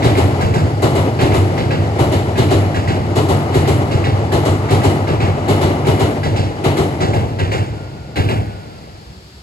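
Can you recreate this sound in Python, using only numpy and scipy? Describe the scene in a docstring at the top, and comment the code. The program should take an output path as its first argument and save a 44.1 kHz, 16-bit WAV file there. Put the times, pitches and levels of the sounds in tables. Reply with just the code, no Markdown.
"""Train on a girder bridge

An electric train of eight cars runs over a steel girder bridge across a river, heard from the bank.
Shaped noise makes the deck's rumble, the wheels' roar, the singing rails, far traffic and a hiss.
Each axle strikes a near rail joint and, about 1.5 s later, a far one; two cars begin past the near joint.
Bursts of noise, ringing tones and clicks make the blows; the train fades, leaving hiss and a faint whine."""
import sys
import numpy as np
from scipy import signal
from scipy.fft import rfft, irfft, next_fast_len
from scipy.io import wavfile
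from scipy.ndimage import uniform_filter1d

SR = 44100
rng = np.random.default_rng(int(sys.argv[2]) if len(sys.argv) > 2 else 0)


def wrap_up_sound(samples):
    """Save the sound to the file named by the first command line argument, as 16-bit audio."""
    columns = np.atleast_2d(samples).T
    # keep every value between -1 and 1, then stretch to whole-number steps
    tamed = np.clip(columns, -1, 1)
    steps = np.round(tamed * 32767).astype(np.int16)
    wavfile.write(sys.argv[1], SR, steps)


N = 415422
TIME = np.arange(N) / SR
BLOW_SIZE = 49152  # samples in one joint blow
# In the tables, t60 is the time a sound takes to fall by 60 dB.


def from_db(db):
    """Turn decibels into a multiplying gain."""
    return 10 ** (np.asarray(db) / 20)


def rms_one(x):
    """Scale a sound to an average (rms) size of 1."""
    return x / np.sqrt(np.mean(x ** 2) + 1e-20)


def in_time(rows):
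    """Read each column of a time table at every sample."""
    s, *columns = np.transpose(rows)
    return [np.interp(TIME, s, column) for column in columns]


def at_hz(rows, hz):
    """Read each column of a frequency table, joining its points on a log-frequency axis."""
    points, *columns = np.transpose(rows)
    return [np.interp(np.log(hz + 1e-3), np.log(points), column) for column in columns]


def drift(rate):
    """Wander at random through straight lines between `rate` points a second, with rms 1."""
    knots = rng.standard_normal(int(rate * N / SR) + 3)
    return rms_one(np.interp(TIME * rate, np.arange(len(knots)), knots))


def white(size):
    """Draw three unrelated noise spectra: one shared, and one for each microphone."""
    return rfft(rng.standard_normal((3, size)).astype(np.float32))


# In the high treble the two microphones have opposite polarity and the right one leads.
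PAIR_SPLIT_HZ, TREBLE_RIGHT_LEAD_MS = 6200, 0.215


def stereo_colour(colour, size, stereo):
    """Give gains for direct sound, which reaches one microphone first, and for scattered sound."""
    hz = np.fft.rfftfreq(size, 1 / SR)
    alike, lead_ms, balance_db = at_hz(stereo, hz)
    alike = np.clip(alike, 0, 1)
    sides = np.array([[.5], [-.5]])  # left, right
    bass_cut = hz ** 2 / (hz ** 2 + 20 ** 2)
    gain = from_db(at_hz(colour, hz)[0] + sides * balance_db) * bass_cut
    treble_cycles = .5 - hz * TREBLE_RIGHT_LEAD_MS / 1000
    cycles = np.where(hz < PAIR_SPLIT_HZ, hz * lead_ms / 1000, treble_cycles)
    direct = gain * np.sqrt(alike) * np.exp(2j * np.pi * sides * cycles)
    return direct, gain * np.sqrt(1 - alike)


# The near joint and the steady sounds at the two microphones; the lead applies below the treble split:
# (frequency [Hz], likeness [0-1], left lead [ms], left minus right [dB])
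NEAR_STEREO = [(60, 1, 0.22, 0), (127, 1, 0.51, -0.6), (307, 0.98, 0.16, 1.5), (480, 0.97, 0.35, 0),
               (670, 0.69, 0.2, 5), (1010, 0.8, 0.26, 4.5), (1380, 0.36, 0.23, 6), (1660, 0.62, 0.39, 2),
               (2300, 0, 0.22, 2), (4250, 0.39, 0.48, 1.5), (5900, 0.06, 0.454, 0.5), (7400, 1, 0.69, 0),
               (10200, 0.99, 0.52, 0)]


def noise(colour, size=N):
    """Make steady stereo noise of a given colour, rms 1, which repeats seamlessly."""
    size = next_fast_len(size, True) if size >= N else size
    direct, scattered = stereo_colour(colour, size, NEAR_STEREO)
    draw = white(size)
    sound = irfft(direct * draw[0] + scattered * draw[1:], size)
    return rms_one(sound[:, np.arange(N) % size])


# The train gathers a little speed after PULL_FROM_S.
SPEED_M_PER_S, PULL_FROM_S, PULL_M_PER_S2 = 16.2685, 2.55, 0.0393
START_M, FAR_JOINT_M = 37.373, 25.009  # leading axle at the start, and far joint, past the near joint
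CAR_COUNT = 8
# car length, distance between its two bogies (wheel frames), distance between a bogie's two axles
CAR_M, BOGIE_M, AXLE_M = 19, 12.699, 2.115


def crossings(place_m):
    """Find when each axle reaches a place on the track, from the front of the train to the back."""
    t = np.linspace(-5, 12, num=1000)
    pull_m = PULL_M_PER_S2 / 2 * np.maximum(t - PULL_FROM_S, 0) ** 2
    lead_m = START_M + SPEED_M_PER_S * t + pull_m
    car_axles_m = [0, AXLE_M, BOGIE_M, BOGIE_M + AXLE_M]
    behind_m = CAR_M * np.arange(CAR_COUNT)[:, None] + car_axles_m
    return np.interp(place_m + behind_m.ravel(), lead_m, t)


def passing(steady, fade_db_per_s, spots):
    """Follow a level curve, swell as each axle passes each spot, and fade after the curve ends."""
    t = np.linspace(0, TIME[-1], num=4000)
    s, db = np.transpose(steady)
    level_db = np.interp(t, s, db) - fade_db_per_s * np.maximum(t - s[-1], 0)
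    power = from_db(level_db) ** 2
    for place_m, spot_db, swell_s in spots:
        age = np.maximum(t - crossings(place_m)[:, None], 0) / swell_s
        swells = from_db(spot_db) * age * np.exp(1 - age)
        power = power + (swells ** 2).sum(0)
    return np.interp(TIME, t, np.sqrt(power))


# Steady shaking of the deck, before the heaves: (time [s], level [dB])
RUMBLE_LEVEL = [(0, -18), (5.9, -21), (6.55, -29), (7.1, -20), (7.6, -29), (8.1, -34.5)]
# Colour of the shaking: (frequency [Hz], relative level per Hz [dB])
RUMBLE_COLOUR = [(22, -42), (31, -41), (48, -24), (68, -21.5), (85, -3.5), (99, 2.5), (122, -7), (146, -4),
                 (180, -22.5), (260, -24.5), (400, -96)]
# Where each axle makes the deck heave: (place past near joint [m], peak level [dB], time to peak [s])
SOFT_SPOTS = [(0.3, -21, 0.022), (26.1, -21.5, 0.031)]


def rumble(car_s, repeat_share):
    """Car after car rolls over the same uneven track, so the deck's shaking partly repeats."""
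    share = np.clip(repeat_share, 0, 1)
    track = noise(RUMBLE_COLOUR, size=round(car_s * SR))
    shake = np.sqrt(share) * track + np.sqrt(1 - share) * noise(RUMBLE_COLOUR)
    # even out the loudness over about 80 ms
    shake /= np.sqrt(uniform_filter1d(np.mean(shake ** 2, 0), size=3500))
    return shake * passing(RUMBLE_LEVEL, fade_db_per_s=9.5, spots=SOFT_SPOTS)


def resonate(x, peaks):
    """Lift the sound around each resonance of a rail."""
    for hz, width_hz, lift_db in peaks:
        band = signal.lfilter(*signal.iirpeak(hz, hz / width_hz, fs=SR), x + 1e-18)
        x = x + (from_db(lift_db) - 1) * band
    return x


# Wheels rolling on the rails, before surges, flutter and rail lift: (time [s], relative level [dB])
ROLL_LEVEL = [(0, -23.5), (3, -24.5), (5.7, -22.5), (6.4, -26.5), (7.1, -25.5), (7.55, -33), (8.1, -35)]
# Colour of the rolling: (frequency [Hz], relative level per Hz [dB])
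ROLL_COLOUR = [(100, -12.5), (160, -2), (215, -1), (340, 1), (435, -3), (530, -4.5), (820, -6.5),
               (1100, -18), (1500, -21), (2200, -22), (3300, -31), (4500, -34.5), (5800, -35.5),
               (7500, -38.5), (11000, -40.5), (13000, -61), (15500, -72)]
# Surges behind each axle: (place past near joint [m], relative peak level [dB], time to peak [s])
SURGES = [(0.1, -28, 0.097), (26.3, -50, 0.15)]


def rolling(flutter_db, far_cut_hz):
    """The roar of the wheels flutters as they turn, and grows duller as the train leaves."""
    level = passing(ROLL_LEVEL, fade_db_per_s=11, spots=SURGES)
    roar = noise(ROLL_COLOUR) * level * from_db(flutter_db * drift(rate=34))
    gone = np.clip(np.interp(TIME, [7.3, 8.4], [0, .62]), 0, 1)
    dull = signal.lfilter(*signal.butter(1, far_cut_hz, fs=SR), roar)
    return (1 - gone) * roar + gone * dull


# Rails singing under the rougher wheels of the rear cars, before flutter: (time [s], level [dB])
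SING_LEVEL = [(0, -41), (0.7, -40), (1.4, -48), (3, -40), (4.2, -34), (5.3, -34), (6, -33), (6.5, -68),
              (7.6, -70)]
# Colour of the singing: (frequency [Hz], relative level per Hz [dB])
SING_COLOUR = [(400, -40), (750, -10), (980, -4), (1220, -3), (1500, -14), (2400, -45), (6000, -70)]


def singing(flutter_db, swell_db):
    """A ringing band in the rails flutters as the wheels turn and swells more slowly."""
    wander_db = flutter_db * drift(rate=26) + swell_db * drift(rate=6.9)
    return noise(SING_COLOUR) * from_db(in_time(SING_LEVEL)[0] + wander_db)


# Colour of the distant traffic: (frequency [Hz], relative level per Hz [dB])
TRAFFIC_COLOUR = [(22, 3), (40, 0), (70, 20), (120, -18), (185, 10), (280, -22), (420, -3), (1000, -53)]


def traffic():
    """Many distant vehicles blur into a low noise that swells and sinks."""
    return from_db(-41.0 + 1.8 * drift(rate=6)) * noise(TRAFFIC_COLOUR)


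# Loudness of the far-off hiss: (time [s], level [dB])
HISS_LEVEL = [(0, -40.5), (7.6, -46.5), (8.4, -46.5), (8.8, -45), (9.42, -44.5)]
# Colour of the hiss: (frequency [Hz], relative level per Hz [dB])
HISS_COLOUR = [(300, 1), (1500, -2), (3000, -4.5), (4900, 1), (5900, -10), (8500, -11.5), (11000, -16.5),
               (15500, -28)]


def hiss():
    """Broad noise of a fixed colour follows a slow level curve."""
    return noise(HISS_COLOUR) * from_db(in_time(HISS_LEVEL)[0])


def axle_hits(place_m, strengths):
    """List one blow per axle on a joint after the start, as (time [s], strength [dB])."""
    return [(s, db) for s, db in zip(crossings(place_m), np.ravel(strengths)) if s > 0]


def bogie_bias(hits, leading_db):
    """Give the leading axle of each bogie what the trailing one loses."""
    return [(s, db + leading_db * (-1) ** k) for k, (s, db) in enumerate(hits)]


# How a blow swells and dies in the steelwork, before each joint scales both times:
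# (frequency [Hz], relative swell [s], relative t60 [s])
BLOW_SHAPE = [(80, 0.018, 0.71), (294, 0.014, 0.54), (790, 0.017, 0.34), (2180, 0.02, 0.44),
              (6030, 0.014, 0.31), (14000, 0.0014, 0.64)]


def joint(hits, colour, swell, ring, tail_db, tail_t60, repeat_hz, patchy_db, grain_db, stereo):
    """Each axle rings the dense modes of rail and steelwork: alike in the bass, new in the treble."""
    t, hz = np.arange(BLOW_SIZE) / SR, np.fft.rfftfreq(BLOW_SIZE, 1 / SR)
    centres = np.geomspace(60, 14000, num=10)  # ten overlapping bands
    bands = np.array([np.interp(np.log(hz + 1), np.log(centres), row) for row in np.eye(len(centres))])
    rise, t60 = at_hz(BLOW_SHAPE, centres[:, None])
    # the blow spreads along the girders, dies, and leaves a weak echo under the bridge
    onset = 1 - np.exp(-t / (rise * swell))
    decay = from_db(-60 * t / (t60 * ring)) + from_db(tail_db - 60 * t / tail_t60)
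    shape = onset * decay * np.minimum(1, 5 * (1 - t / t[-1]))  # ends in silence
    direct, scattered = stereo_colour(colour, BLOW_SIZE, stereo)
    power = (bands ** 2 * (abs(direct) ** 2 + abs(scattered) ** 2).sum(0)).sum(1)
    energy = power / power.sum() * (shape ** 2).sum(1)
    same = 1 / (1 + (hz / repeat_hz) ** 2)
    bands, shape, same = (a.astype(np.float32) for a in (bands, shape, same))
    steelwork, out = white(BLOW_SIZE), np.zeros((2, N + BLOW_SIZE))
    for s, db in hits:
        draw = np.sqrt(same) * steelwork + np.sqrt(1 - same) * white(BLOW_SIZE)
        spectrum = direct * draw[0] + scattered * draw[1:]
        rings = irfft(bands[:, None] * spectrum.astype(np.complex64)) * shape[:, None]
        # echoes from many girders arrive in uneven clumps, heard above the bass
        clumps = np.interp(t * 220, np.arange(400), np.clip(rng.standard_normal(size=400), -2, 2))
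        rings[np.searchsorted(centres, 250):] *= from_db(grain_db * clumps).astype(np.float32)
        gains = np.sqrt(energy / np.einsum("bct,bct->b", rings, rings))
        # each axle has a colour of its own
        gains *= from_db(patchy_db * rng.standard_normal(len(centres)))
        blow = np.einsum("b,bct->ct", gains.astype(np.float32), rings)
        start = max(0, round(s * SR))
        out[:, start:start + BLOW_SIZE] += from_db(db) * blow
    return out[:, :N]


# Tones of a struck wheel, before each joint scales them:
# (relative frequency [Hz], relative level [dB], relative t60 [s])
WHEEL = [(1717, 5.5, 0.041), (2065, -0.5, 0.1), (2262, -1.5, 0.091), (2385, 0, 0.035), (2700, -4.5, 0.091),
         (2933, -5, 0.15), (3340, -7, 0.11), (4120, -11, 0.07), (4280, -5.5, 0.081), (4780, -9, 0.06)]


def wheels_ring(hits, doppler, sustain, detune, scatter_db, chatter_s, lead_s):
    """A struck wheel chatters and rings; tuning varies, and `doppler` below 1 flattens receding wheels."""
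    hz, mode_db, t60 = np.transpose(WHEEL)[:, :, None]
    t, out = np.arange(BLOW_SIZE // 4) / SR, np.zeros(N + BLOW_SIZE)
    for s, db in hits:
        tuning, strength, sign = rng.standard_normal((3, len(WHEEL), 1))
        strength_db = db + mode_db + scatter_db * np.clip(strength, -1.5, 1.5)
        height = np.sign(sign) * from_db(strength_db - 60 * t / (t60 * sustain))
        tones = np.sin(2 * np.pi * hz * doppler * (1 + detune * tuning) * t)
        ring = (height * tones).sum(0)
        # the first contact is followed by weaker ones at uneven gaps
        for late in np.append(0, rng.random(size=6)):
            start = max(0, round((s + late * chatter_s) * SR))
            out[start:start + len(t)] += from_db(-12 * late) * ring
    return np.array([out[:N], np.interp(TIME - lead_s, TIME, out[:N])])


def knocks(hits, hz, contact_s, lead_s):
    """The wheel drops onto the rail end: one hard tick that arrives before the bridge answers."""
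    t, out = np.arange(BLOW_SIZE // 32) / SR, np.zeros(N + BLOW_SIZE)
    for (s, db), tuning in zip(hits, rng.uniform(-1.9, 1, len(hits))):
        press = t / contact_s * np.exp(1 - t / contact_s)
        tick = press * np.sin(2 * np.pi * hz * (1 + 0.086 * tuning) * t)
        start = max(0, round((s + 0.00307) * SR))
        out[start:start + len(t)] += from_db(db) * tick
    return np.array([out[:N], np.interp(TIME - lead_s, TIME, out[:N])])


def mode(clicks, hz, t60):
    """A unit click sets a fading sine ringing, with a starting height of about 1."""
    r, w = from_db(-60 / (t60 * SR)), 2 * np.pi * hz / SR
    return signal.lfilter([0, np.sin(w)], [1, -2 * r * np.cos(w), r * r], clicks + 1e-18)


# Ringing of the fishplates (bars that join rails) and bolts:
# (frequency [Hz], relative level [dB], t60 [s])
FISHPLATE = [(1690, -1.5, 0.017), (2110, 2, 0.044), (2550, -15, 0.02), (2920, -5.5, 0.037),
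             (3780, 3, 0.011), (4360, -15, 0.013)]


def rattle(hits, delay_s, spread_s, count):
    """As weight lands on the next rail, fishplates clank in a quick, uneven burst of contacts."""
    s, db = np.transpose(hits)[:, :, None]
    late = np.abs(delay_s + spread_s * rng.standard_normal((len(hits), count)))
    at = np.round((s + late) * SR).astype(int)
    force = from_db(db) * rng.uniform(0.38, 0.93, late.shape)
    out = np.zeros((2, N))
    for hz, mode_db, t60 in FISHPLATE:
        clicks = np.zeros((2, N))
        clicks[:, at] = force * rng.choice([-1, 1], (2, *at.shape))
        out += from_db(mode_db) * mode(clicks, hz, t60)
    return out


# Low ringing tones of the girders, before the bass cut: (frequency [Hz], relative level [dB], t60 [s])
GIRDER = [(76, 24, 0.09), (94.6, 24.5, 0.2), (99.94, 9.5, 1.46), (112.9, 0.5, 2.7), (120, 16, 0.14),
          (146.8, 7, 0.43), (128.3, 0.5, 1.7), (148.6, 3.5, 1.75), (259, 8.5, 0.11), (329.3, 12, 0.24),
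          (382, 17, 0.11), (468, 11, 0.12), (636, 7, 0.058)]


def girders(hits, travel_s, scatter_db):
    """The lowest girder modes ring on after each blow, each with a strength of its own."""
    s, db = np.transpose(hits)
    at, out = np.round((s + travel_s) * SR).astype(int), np.zeros(N)
    strengths = from_db(db[:, None] + scatter_db * rng.standard_normal((len(hits), len(GIRDER))))
    for k, (hz, mode_db, t60) in enumerate(GIRDER):
        clicks = np.zeros(N)
        clicks[at] = strengths[:, k] * from_db(mode_db) * (-1) ** (k + 1)
        out += mode(clicks, hz, t60)
    # cut the bass below about 80 Hz, leaving the ringing tones
    out = signal.sosfilt(signal.butter(3, 80, "high", fs=SR, output="sos"), out)
    return np.array([out, np.interp(TIME - .0006, TIME, out)])


def thumps(hits, shape, scatter_db):
    """One short, deep punch per axle as its weight drops onto the span."""
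    out = np.zeros(N)
    for axle, (delay_s, hz, thump_db, t60) in enumerate(shape):
        s, db = np.transpose(hits[axle::2])
        at = np.round((s + delay_s) * SR).astype(int)
        clicks = np.zeros(N)
        clicks[at] = from_db(db + thump_db + scatter_db * rng.standard_normal(len(s)))
        out += mode(clicks, hz, t60)
    out = signal.sosfilt(signal.butter(2, [75, 330], "band", fs=SR, output="sos"), out)
    return np.array([out, np.interp(TIME - .0004, TIME, out)])


def echoed(x, delay_s, echo_db, cut_hz):
    """The road bridge behind throws a dull echo back."""
    dull = signal.sosfilt(signal.butter(2, [120, cut_hz], "band", fs=SR, output="sos"), x + 1e-18)
    echo = np.array([np.interp(TIME - delay_s, TIME, side) for side in dull])
    return x + from_db(echo_db) * echo


# Colour of a blow on the far joint: (frequency [Hz], relative level per Hz [dB])
FAR_COLOUR = [(30, -42), (65, -1.5), (108, 2.5), (220, -10), (380, -9), (600, -9), (850, -9.5),
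              (1200, -20.5), (2200, -22), (2800, -25.5), (3500, -25.5), (4600, -33.5), (5800, -37),
              (7500, -38), (11000, -46.5), (15000, -65)]
# Far joint, well to the left, at the microphones; the lead applies below the treble split:
# (frequency [Hz], likeness [0-1], left lead [ms], left minus right [dB])
FAR_STEREO = [(60, 0.6, 0.5, -2), (131, 0.96, 0.89, 0.5), (400, 0.95, 0.47, 2), (750, 0.66, 0.57, 4.5),
              (1350, 0.89, 0.41, -6.5), (2010, 0.9, 0.44, -1), (4200, 0.9, 0.427, -1.5),
              (5630, 0.46, 0.423, -2), (7000, 1, 0.42, -0.5)]
# Rail resonances at the far joint: (frequency [Hz], width [Hz], lift [dB])
FAR_RAIL = [(451, 17, 2.5), (746, 84, 0.72), (1620, 180, 2), (2180, 93, 1.3), (2720, 160, 4.9),
            (4730, 750, 5.5)]
# Blows of each car, one row a car, front to back:
# (first axle [relative dB], second axle [relative dB], third axle [relative dB], fourth axle [relative dB])
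FAR_STRIKES = [(-14, -14, -11.5, -15), (-12, -14, -11.5, -15.5), (-15.5, -15, -16.5, -19),
               (-14.5, -13.5, -16, -17.5), (-13.7, -14, -14.5, -18.5), (-13.5, -14.5, -16.5, -20),
               (-13.5, -15, -12.5, -13), (-13, -12.5, -11.5, -13)]
# Change for each car's wheels, front to back; nothing screens the last: (level change [dB])
FAR_WHEELS = [1, -0.5, 1.5, 0.5, 1.5, -1, -0.5, 2.5]
# Deep thumps under a bogie's leading and trailing axles, before filtering:
# (delay [s], frequency [Hz], level above the blow [dB], t60 [s])
FAR_THUMP = [(0.039, 89, 3.9, 0.062), (0.043, 87, 5.5, 0.031)]


def far_joint():
    """Crisp, lighter clanks come from wheels that run away from the listener."""
    hits = axle_hits(FAR_JOINT_M, FAR_STRIKES)
    wheels = axle_hits(FAR_JOINT_M, np.array(FAR_STRIKES) + np.array(FAR_WHEELS)[:, None])
    steel = from_db(0.5) * joint(
        bogie_bias(hits, leading_db=-0.3), FAR_COLOUR, swell=0.55, ring=1.03, tail_db=-20.5, tail_t60=4.1,
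        repeat_hz=336, patchy_db=2.06, grain_db=1.0, stereo=FAR_STEREO)
    ring = from_db(-21.5) * wheels_ring(
        wheels, doppler=0.947, sustain=1.1, detune=0.008, scatter_db=4.0, chatter_s=.07, lead_s=0.00045)
    knock = from_db(-9.0) * knocks(
        bogie_bias(wheels, leading_db=-4.0), hz=2250, contact_s=0.00069, lead_s=0.00041)
    clank = from_db(-21.0) * rattle(wheels, delay_s=0.02, spread_s=0.016, count=9)
    boom = from_db(-22.0) * girders(bogie_bias(hits, leading_db=0.5), travel_s=0.028, scatter_db=2.0)
    thump = thumps(hits, FAR_THUMP, scatter_db=0.5)
    bridge = resonate(steel, FAR_RAIL) + boom + thump
    return echoed(bridge, delay_s=0.075, echo_db=-9.0, cut_hz=960) + ring + knock + clank


# Colour of a blow on the near joint: (frequency [Hz], relative level per Hz [dB])
NEAR_COLOUR = [(30, -42), (65, -29), (97, -13), (205, -11.5), (335, 0), (520, -9), (850, -10.5),
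               (1500, -23), (2800, -25.5), (4200, -26), (5600, -33), (7500, -32.5), (11000, -36),
               (12500, -46.5), (15500, -57)]
# Rail resonances beside the listener: (frequency [Hz], width [Hz], lift [dB])
NEAR_RAIL = [(640, 260, 1.5), (1214, 590, 2.5), (2033, 145, 5), (2922, 41, 9), (3830, 760, 3.5)]
# How hard each car strikes, front to back: (relative level [dB])
CAR_STRIKES = [-28.5, -28.5, -28.5, -29, -28, -28.5, -28, -28]
# What a car's four axles add, front to back: (level change [dB])
AXLE_STRIKES = [-0.46, -0.35, 0.56, -0.94]
# The deck takes the weight of a bogie's leading and trailing axles, before filtering:
# (delay [s], frequency [Hz], level above the blow [dB], t60 [s])
NEAR_THUMP = [(0.0218, 129, 25.5, 0.031), (0.041, 112, 23, 0.075)]


def near_joint():
    """Heavy, bright blows ring the wheels, clank the fishplates, thump the deck and swell in the steel."""
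    hits = axle_hits(0, np.add.outer(CAR_STRIKES, AXLE_STRIKES))
    steel = from_db(19.5) * joint(
        hits, NEAR_COLOUR, swell=0.76, ring=0.97, tail_db=-29.0, tail_t60=3.7,
        repeat_hz=504, patchy_db=1.06, grain_db=0.4, stereo=NEAR_STEREO)
    ring = from_db(-19.0) * wheels_ring(
        hits, doppler=0.99, sustain=0.81, detune=0.0048, scatter_db=11.5, chatter_s=0.1, lead_s=0.0004)
    clank = from_db(-4.0) * rattle(hits, delay_s=0.018, spread_s=0.009, count=9)
    chatter = from_db(-8.0) * rattle(hits, delay_s=0.041, spread_s=0.031, count=4)
    boom = from_db(-1.5) * girders(bogie_bias(hits, leading_db=0.0), travel_s=0.0178, scatter_db=1.5)
    thump = thumps(hits, NEAR_THUMP, scatter_db=1.2)
    return resonate(steel, NEAR_RAIL) + ring + clank + chatter + boom + thump


# The faint whine, before its random waver, flicker and left-right balance:
# (time [s], frequency [Hz], level [dB])
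WHINE = [(7.65, 1410, -72), (7.8, 1400, -52), (7.96, 1440, -56), (8.1, 1405, -53), (8.35, 1420, -57),
         (8.5, 1470, -53), (8.66, 1425, -53), (8.75, 1375, -54), (8.82, 1330, -63), (8.98, 1240, -76)]


def whine(waver, wander, flicker_db):
    """A thin, rough sine wavers in pitch and flickers in level, louder on the left."""
    hz, db = in_time(WHINE)
    bend = 1 + waver * drift(rate=170) + wander * drift(rate=24)
    phase = 2 * np.pi * np.cumsum(hz * bend) / SR
    balance_db = np.array([[1.5], [-1.5]])
    return np.sqrt(2) * np.sin(phase) * from_db(db + flicker_db * drift(rate=28) + balance_db)


def scene():
    """Add the shaking deck, rolling train, singing rails, far surroundings and two joints."""
    deck = rumble(car_s=CAR_M / SPEED_M_PER_S, repeat_share=0.57)
    roar = from_db(1.47) * resonate(rolling(flutter_db=1.5, far_cut_hz=180), NEAR_RAIL)
    train = deck + roar + singing(flutter_db=1.0, swell_db=-3.0)
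    surroundings = traffic() + hiss() + whine(waver=0.016, wander=0.0048, flicker_db=3.0)
    return train + surroundings + far_joint() + near_joint()


def record(dry):
    """The microphones drop the deepest bass, the highest peaks are rounded and the top is cut."""
    peak_limit, bass_cut_hz, treble_cut_hz = 1.3, 36, 16800
    sound = signal.sosfilt(signal.butter(4, bass_cut_hz, "high", fs=SR, output="sos"), dry)
    rounded = peak_limit * np.tanh(sound / peak_limit)
    return signal.sosfilt(signal.cheby2(14, 70, treble_cut_hz, fs=SR, output="sos"), rounded)


dry = scene()
out = record(dry)
wrap_up_sound(out)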